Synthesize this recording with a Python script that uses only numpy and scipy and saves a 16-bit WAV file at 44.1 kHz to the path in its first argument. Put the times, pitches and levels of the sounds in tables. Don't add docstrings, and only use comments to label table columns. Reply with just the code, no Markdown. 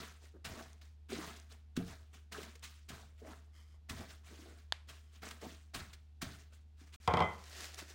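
import sys
import numpy as np
from scipy import signal
from scipy.fft import rfft, irfft
from scipy.io import wavfile
from scipy.ndimage import uniform_filter1d

SR = 44100
rng = np.random.default_rng(int(sys.argv[2]) if len(sys.argv) > 2 else 0)


def waveform_to_disk(signal):
    frames = np.transpose(np.atleast_2d(signal))
    scaled = np.clip(frames, -1, 1) * 32767
    samples = np.round(scaled).astype(np.int16)
    wavfile.write(sys.argv[1], SR, samples)


N = 350154
TIME = np.arange(N) / SR


def undb(db):
    return 10 ** (np.asarray(db) / 20)


def unit(x):
    return x / np.sqrt(np.mean(x ** 2))


def ticks_of(seconds):
    return np.arange(int(seconds * SR)) / SR


def noise(t):
    return rng.standard_normal(len(t))


def fade(t, t60):
    return np.exp(-np.log(1000) * t / max(t60, 1e-4))


def add(out, s, x):
    start = max(int(s * SR), 0)
    out[start:start + len(x)] += x[:N - start]


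def colour(x, points, size=2048):
    hz, db = np.transpose(points)
    f = np.maximum(np.fft.rfftfreq(size, 1 / SR), 1)
    target_db = np.interp(np.log(f), np.log(hz), db)
    cepstrum = irfft(np.log(undb(target_db)))
    cepstrum[1:size // 2] *= 2
    cepstrum[size // 2 + 1:] = 0
    response = irfft(np.exp(rfft(cepstrum)))
    return signal.fftconvolve(x, response / np.linalg.norm(response))[:len(x)]


def ring(modes, t):
    return sum(undb(db) * fade(t, t60) * np.sin(2 * np.pi * hz * t) for hz, db, t60 in modes)


def grains(per_s, spread_db, size=N):
    strength = undb(spread_db * np.minimum(rng.exponential(size=size), 5))
    sign = rng.choice([-1, 1], size)
    happens = rng.random(size) < per_s / SR
    return unit(strength * sign * happens)


def flicker(per_s):
    step = int(SR / per_s)
    steps = np.repeat(rng.standard_normal(N // step + 1), step)
    return unit(uniform_filter1d(steps, step)[:N])


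def flakes(x, wander_db, per_s):
    spectrum = rfft(x)
    octave = np.log2(np.maximum(np.fft.rfftfreq(N, 1 / SR), 1))
    centres = np.arange(7, 14.6, .5)
    out = np.zeros(N)
    for row in np.eye(len(centres)):
        band = irfft(spectrum * np.interp(octave, centres, row), N)
        out += band * undb(wander_db * flicker(per_s))
    return unit(out)


def envelope(s, attack, hold, release_db_per_s, sag_db_per_s=0):
    gain, t = np.zeros(N), ticks_of(1)
    fall_db = sag_db_per_s * np.minimum(t, hold) + release_db_per_s * np.maximum(t - hold, 0)
    add(gain, s, np.minimum(t / max(attack, 1e-4), 1) * undb(-fall_db))
    return gain


def snaps(per_s=90):
    t = ticks_of(.006)
    crack = noise(t) * fade(t, 0.0035)
    single = signal.fftconvolve(grains(per_s, spread_db=2.0), crack)[:N]
    bright = [(500, -24), (1500, -5.5), (4000, 1.5), (8500, -3), (11500, -15.5), (15000, -15)]
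    return unit(colour(single, bright))


def kitchen(x, wet_db, t60):
    t = ticks_of(.6)
    tail = colour(noise(t), [(100, 1), (1500, 5.5), (4000, -2.5), (8000, -5.5), (15000, -3)])
    tail *= fade(t, t60) * (t > .004)
    return x + undb(wet_db) * signal.fftconvolve(x, tail / np.linalg.norm(tail))[:N]


# frequency in Hz, level in dB.
HUM_PARTIALS = [(75.2, -0.5), (150.4, -30.5), (226, -30), (425.3, -36)]
# frequency in Hz, density in dB per Hz.
AIR_SPECTRUM = [(15, -33.5), (25, -19.5), (59, -6), (91, -9), (122, -24.5), (160, -17.5), (552, -35.5),
                (741, -32), (1140, -39.5), (3720, -40), (15500, -59)]
HUM_DB, AIR_DB = -56.5, -70


def background():
    turn = TIME + np.cumsum(.003 * flicker(2.6)) / SR
    hum = sum(np.sqrt(2) * undb(db) * np.sin(2 * np.pi * hz * turn) for hz, db in HUM_PARTIALS)
    air = colour(rng.standard_normal(N), AIR_SPECTRUM)
    return undb(HUM_DB) * hum + undb(AIR_DB) * air


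# time in seconds, level in dB.
SLIDE_LEVELS = [(7.38, -66.5), (7.644, -47.5), (7.726, -61.5), (7.744, -54), (7.766, -63.5), (7.79, -46),
                (7.87, -66), (7.898, -54), (7.94, -63)]
# frequency in Hz, density in dB per Hz.
SLIDE_SPECTRUM = [(88, -34), (150, -13), (326, -6.5), (366, -1), (530, -7), (722, -5), (877, -10),
                  (1910, -1.5), (2310, -4.5), (6350, -6.5), (12300, -21), (15500, -18.5)]
GRIP_S, GRIP_DB = 7.0, -63
RUSTLE_RELEASE_DB_PER_S = 243.5


def lifting():
    grit = colour(grains(per_s=7000, spread_db=2.0), SLIDE_SPECTRUM)
    slide = flakes(grit, wander_db=1.0, per_s=65) + undb(-10.5) * snaps()
    level_db = np.interp(TIME, *np.transpose(SLIDE_LEVELS), left=-np.inf)
    grip = undb(GRIP_DB) * envelope(GRIP_S, attack=0.034, hold=0.35, release_db_per_s=RUSTLE_RELEASE_DB_PER_S)
    return slide * (undb(level_db) + grip)


# start in seconds,
# level in dB, hardness of the contact in dB, ring of the pin in dB.
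PIN_KNOCKS = [(3.587, -66, -10, 5), (3.74, -65.5, -18, -1), (7.076, -19.5, -6.5, -12),
              (7.108, -27.5, -28, -3), (7.1376, -21.5, -10.5, -11), (7.1707, -21, -15, 0.5),
              (7.192, -26.5, -13, -2), (7.2045, -20, -13.5, 3), (7.222, -25, -20, 6)]
# frequency in Hz, level in dB, decay time t60 in seconds.
PIN_BENDING = [(560, -13, 0.19), (645, -8, .22), (680, -3, 0.19), (770, -7, .17), (860, -6, 0.11),
               (1022, -8, .28), (1042, -7, .25), (1110, -4, .22), (1201, -12, 0.31), (1972, -9, .24),
               (2038, -2, 0.29), (3138, -5.5, 0.26), (3170, -4.5, 0.11), (4050, -27, .08),
               (5000, -14, 0.057)]
# frequency in Hz, density in dB per Hz.
WORKTOP_SPECTRUM = [(45, -25), (80, 7), (115, -1), (178, 1.5), (290, -9), (440, -2.5), (640, -2.5),
                    (1050, 0), (1350, -6.5), (1770, -20), (2050, -9.5), (2850, -27.5), (3300, -17),
                    (4500, -51), (12000, -68)]


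def clatter():
    top, pin, tap, t = np.zeros(N), np.zeros(N), np.zeros(N), ticks_of(.6)
    for s, db, hard_db, ring_db in PIN_KNOCKS:
        decay = (fade(t, 0.096) + undb(-13.5) * fade(t, 0.5)) * (1 - fade(t, 0.0041))
        add(top, s, undb(db - 6.0) * noise(t) * decay)
        modes = [(hz, mode_db + 2 * rng.standard_normal(), t60) for hz, mode_db, t60 in PIN_BENDING]
        add(pin, s + .001 * rng.random(), undb(db + ring_db - 21.5) * ring(modes, t))
        add(tap, s, undb(db + hard_db - 2.5) * noise(t) * fade(t, 0.02))
    contact = [(800, -12), (2500, 7), (4500, -1.0), (7000, -9.0), (10000, -19.0), (15000, -32)]
    return colour(top, WORKTOP_SPECTRUM) + pin + colour(tap, contact)


# frequency in Hz, density in dB per Hz.
CLICK_SPECTRUM = [(150, -24), (450, -13.5), (800, 0.5), (1300, -3), (1800, 4.5), (2200, -12.5), (3200, 2.5),
                  (4300, 2), (5000, -3.5), (5900, -21), (6800, -10.5), (7700, -21.5), (9800, -24),
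                  (15000, -44)]
CLICK_S, CLICK_DB = 4.7234, -5.5


def click():
    direct, room, t = np.zeros(N), np.zeros(N), ticks_of(.3)
    impulse = t == 0
    add(direct, CLICK_S, impulse + undb(-22.5) * noise(t) * fade(t, 0.013))
    add(room, CLICK_S, undb(-49.5) * noise(t) * fade(t, 0.35) * (t > .003))
    walls = [(200, -22.0), (900, 3.0), (3800, 0.5), (5500, -8.5), (9500, -17.5), (15000, -32)]
    return undb(CLICK_DB) * (colour(direct, CLICK_SPECTRUM) + colour(room, walls))


# start in seconds, length in seconds, level in dB.
PIN_SCRAPES = [(3.513, 0.15, -68), (3.616, 0.18, -75), (4.957, 0.29, -80), (6.792, 0.063, -78)]


def scraping():
    grip = np.zeros(N)
    for s, length, db in PIN_SCRAPES:
        add(grip, s, undb(db) * signal.windows.tukey(int(length * SR), .7))
    wood = [(300, -4), (900, -15), (1170, 1), (1600, -6), (2030, 2.5), (2400, -6.5), (2800, -11.5),
            (3100, 4), (3600, -10), (4600, -8), (5000, 0.0), (5700, -8), (6500, -7), (11000, -17),
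            (15000, -21)]
    return grip * colour(grains(per_s=1700, spread_db=1.0), wood)


# start in seconds, length in seconds, level in dB,
# first pitch in Hz, last pitch in Hz.
PIN_ROLLS = [(0.337, 0.041, -58, 332, 442), (0.571, 0.048, -53, 589, 702), (3.213, 0.125, -54, 358.7, 1050),
             (4.005, 0.02, -51, 612, 700), (4.307, 0.051, -59.5, 277, 482), (4.371, .19, -61.5, 273.4, 483),
             (5.422, 0.054, -48.5, 650, 800), (7.816, 0.017, -51.5, 385, 447)]


def rolling():
    out, second = np.zeros(N), TIME[:SR]
    rough = [(100, -24), (300, -4.0), (400, 5.5), (520, -3), (1000, -20.0), (1500, -14.5), (2500, -41.5)]
    wood = [(100, -23.5), (250, 3.5), (420, -5), (700, -29.0), (2000, -51)]
    for s, length, db, first_hz, last_hz in PIN_ROLLS:
        t = ticks_of(length)
        turns = np.cumsum(np.linspace(first_hz, last_hz, len(t))) / SR
        bumps = colour(noise(second), rough)
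        rumble = np.interp(turns / 400, second, bumps)
        body = colour(noise(second), wood)[-len(t):]
        mix = unit(rumble) + undb(-0.5) * unit(body)
        add(out, s, undb(db - 5) * mix * signal.windows.tukey(len(t), .35))
    return out


# start in seconds, level in dB.
WEIGHT_LANDINGS = [(.46, -48.5), (1.776, -42.5), (2.902, -52.5), (3.905, -46.5), (5.756, -46),
                   (6.228, -47.5)]


def counter():
    push, t = np.zeros(N), ticks_of(0.47)
    for s, db in WEIGHT_LANDINGS:
        add(push, s, undb(db) * fade(t, 0.49) * (1 - fade(t, 0.027)))
    shudder = [(20, -9.5), (38, -3.0), (55, -4), (100, 0), (170, -7.5), (300, -25), (900, -55.0)]
    return push * colour(rng.standard_normal(N), shudder)


# start in seconds, level in dB, pitch in Hz.
PIN_DROPS = [(0.351, -51, 277), (0.534, -46, 264), (1.121, -33.5, 387), (1.129, -32, 397),
             (1.164, -36, 274), (1.187, -30.5, 309), (1.775, -22, 250), (1.797, -33.5, 188),
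             (2.383, -35, 412), (2.555, -55, 453), (2.903, -43.5, 238), (3.218, -41.5, 427),
             (3.905, -39.5, 215), (4.314, -52, 277), (4.39, -47, 298), (5.425, -39, 426), (5.466, -38, 260),
             (5.748, -46, 248), (6.227, -32.5, 238), (6.815, -49.5, 271)]
# frequency in Hz, level in dB, decay time t60 in seconds.
CUPBOARD_RESONANCES = [(177.9, -1.5, .26), (296, -10, 0.4), (396.7, -11, 0.28), (457, -14, .33)]


def thuds():
    out, t = np.zeros(N), ticks_of(0.36)
    cupboard = ring(CUPBOARD_RESONANCES, t) * (1 - fade(t, 0.079))
    for s, db, hz in PIN_DROPS:
        contact = [(.75 * hz, -12, .04), (hz, 0, .034), (1.3 * hz, -10, .03)]
        blow = ring(contact, t) * (1 - fade(t, .034))
        add(out, s, undb(db + 7.5) * blow + undb(db - 11.0) * (200 / hz) ** 2 * cupboard)
    return out


# start in seconds, time to the peak in seconds, level in dB.
LUMP_BREAKS = [(.444, 0.0091, -45.5), (1.765, 0.0036, -42.5), (2.32, 0.0054, -47), (2.4295, 0.0036, -50),
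               (2.553, .003, -55), (2.634, 0.0085, -48.5), (2.886, 0.0064, -49), (3.894, 0.0046, -43.5),
               (4.884, 0.0095, -54.5), (5.308, 0.0038, -47), (5.742, 0.0079, -43.5), (5.929, 0.0062, -54.5),
               (6.216, 0.0055, -39.5), (7.777, .008, -53)]
# start in seconds, level in dB.
SINGLE_TICKS = [(0.731, -46.5), (1.3642, -45), (1.3994, -46.5), (1.525, -47), (1.9545, -59), (2.5945, -52),
                (5.2888, -38), (7.441, -46), (7.745, -39)]
# frequency in Hz, density in dB per Hz.
CRISP_SPECTRUM = [(500, -25), (1200, -3), (2000, -1), (3500, -1), (5000, -4), (7500, -7), (9500, -10.5),
                  (12000, -22.5), (15500, -13)]
# frequency in Hz, density in dB per Hz.
FILM_SPECTRUM = [(600, -41), (2000, -3), (4500, 8), (8500, 6), (15000, -19)]


def cracks():
    lumps, ticks, t = np.zeros(N), np.zeros(N), ticks_of(0.064)
    for s, rise, db in LUMP_BREAKS:
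        swell = t / rise * np.exp(1 - t / rise)
        add(lumps, s, undb(db) * grains(per_s=7600, spread_db=1.5, size=len(t)) * swell)
    for s, db in SINGLE_TICKS:
        add(ticks, s, undb(db - 3) * noise(t) * fade(t, 0.0063))
    return colour(lumps, CRISP_SPECTRUM) + colour(ticks, FILM_SPECTRUM)


# start in seconds, attack in seconds,
# hold from the start in seconds, crisp crackle in dB, dull grinding in dB.
PIN_STROKES = [(0.0, 0.0033, 0.037, -54, -52.5), (0.441, .01, 0.17, -56, -53),
               (1.085, 0.026, 0.2, -50.5, -50.5), (1.754, 0.023, 0.027, -57.5, -53.5),
               (1.855, 0.026, .04, -58.5, -57.5), (2.313, 0.014, 0.12, -55, -53),
               (2.623, .008, 0.0092, -53.5, -63), (2.881, .015, 0.088, -58.5, -55.5),
               (3.235, .035, 0.092, -64.5, -59), (3.886, 0.014, 0.019, -53, -51),
               (3.958, 0.027, 0.049, -59, -55.5), (4.232, 0.036, 0.28, -62.5, -62.5),
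               (4.871, 0.03, 0.032, -58.5, -60.5), (5.215, .018, 0.064, -53, -52.5),
               (5.41, .006, 0.1, -58, -63.5), (5.735, 0.015, 0.012, -48, -47),
               (6.211, 0.0082, 0.032, -53, -51)]
# start in seconds, rise in seconds, level in dB.
BAG_RUSTLES = [(.21, 0.036, -63.5), (.812, 0.0033, -62.5), (.845, 0.018, -79), (1.35, 0.015, -73),
               (1.489, 0.032, -61.5), (2.126, 0.018, -60), (3.17, 0.03, -69.5), (4.08, 0.029, -60.5),
               (4.56, 0.028, -70), (5.11, 0.048, -65.5), (6.3, 0.042, -66.5), (6.37, 0.031, -70.5),
               (6.516, 0.021, -65.5), (6.765, 0.053, -65), (6.86, 0.014, -70.5), (6.922, .02, -58.5)]
# frequency in Hz, density in dB per Hz.
GRIND_SPECTRUM = [(60, -14), (130, -3.5), (230, 7.5), (330, -3), (430, 2.5), (540, -8.5), (660, 2),
                  (850, -6), (1100, -3), (1450, -3.5), (2100, -8), (3200, -25), (6000, -26.5)]
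CRISP_RELEASE_DB_PER_S, GRIND_RELEASE_DB_PER_S = 122.5, 144.5
PRESS_SAG_DB_PER_S = 13
SNAP_DB, RUSTLE_GRIND_DB = -11, -5


def crushing():
    crackle = colour(grains(per_s=7000, spread_db=2.0), CRISP_SPECTRUM)
    crisp = flakes(crackle, wander_db=2.5, per_s=79) + undb(SNAP_DB) * snaps()
    grind = flakes(colour(grains(per_s=1300, spread_db=2.0), GRIND_SPECTRUM), wander_db=4, per_s=70)
    out = np.zeros(N)
    for s, attack, hold, crisp_db, grind_db in PIN_STROKES:
        crisp_gain = envelope(s, attack, hold, CRISP_RELEASE_DB_PER_S, PRESS_SAG_DB_PER_S)
        grind_gain = envelope(s, attack, hold, GRIND_RELEASE_DB_PER_S, PRESS_SAG_DB_PER_S)
        out += undb(crisp_db) * crisp * crisp_gain
        out += undb(grind_db) * grind * grind_gain
    rustle = sum(undb(db) * envelope(s, rise, rise, RUSTLE_RELEASE_DB_PER_S) for s, rise, db in BAG_RUSTLES)
    return out + rustle * (crisp + undb(RUSTLE_GRIND_DB) * grind)


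def scene():
    blows = kitchen(clatter() + rolling() + counter() + thuds(), wet_db=-14, t60=0.31)
    crumbs = kitchen(lifting() + scraping() + cracks() + crushing(), wet_db=-16, t60=0.35)
    return (background() + click() + blows + crumbs)[None]


# its start in seconds, its end in seconds.
SILENT_SPAN = (6.961, 7.001)
TOP_HZ = 15900


def record(dry):
    live = (TIME < SILENT_SPAN[0]) | (TIME > SILENT_SPAN[1])
    low_pass = signal.ellip(10, .2, 70, TOP_HZ, fs=SR, output="sos")
    return signal.sosfilt(low_pass, dry * live)


dry = scene()
out = record(dry)
waveform_to_disk(out)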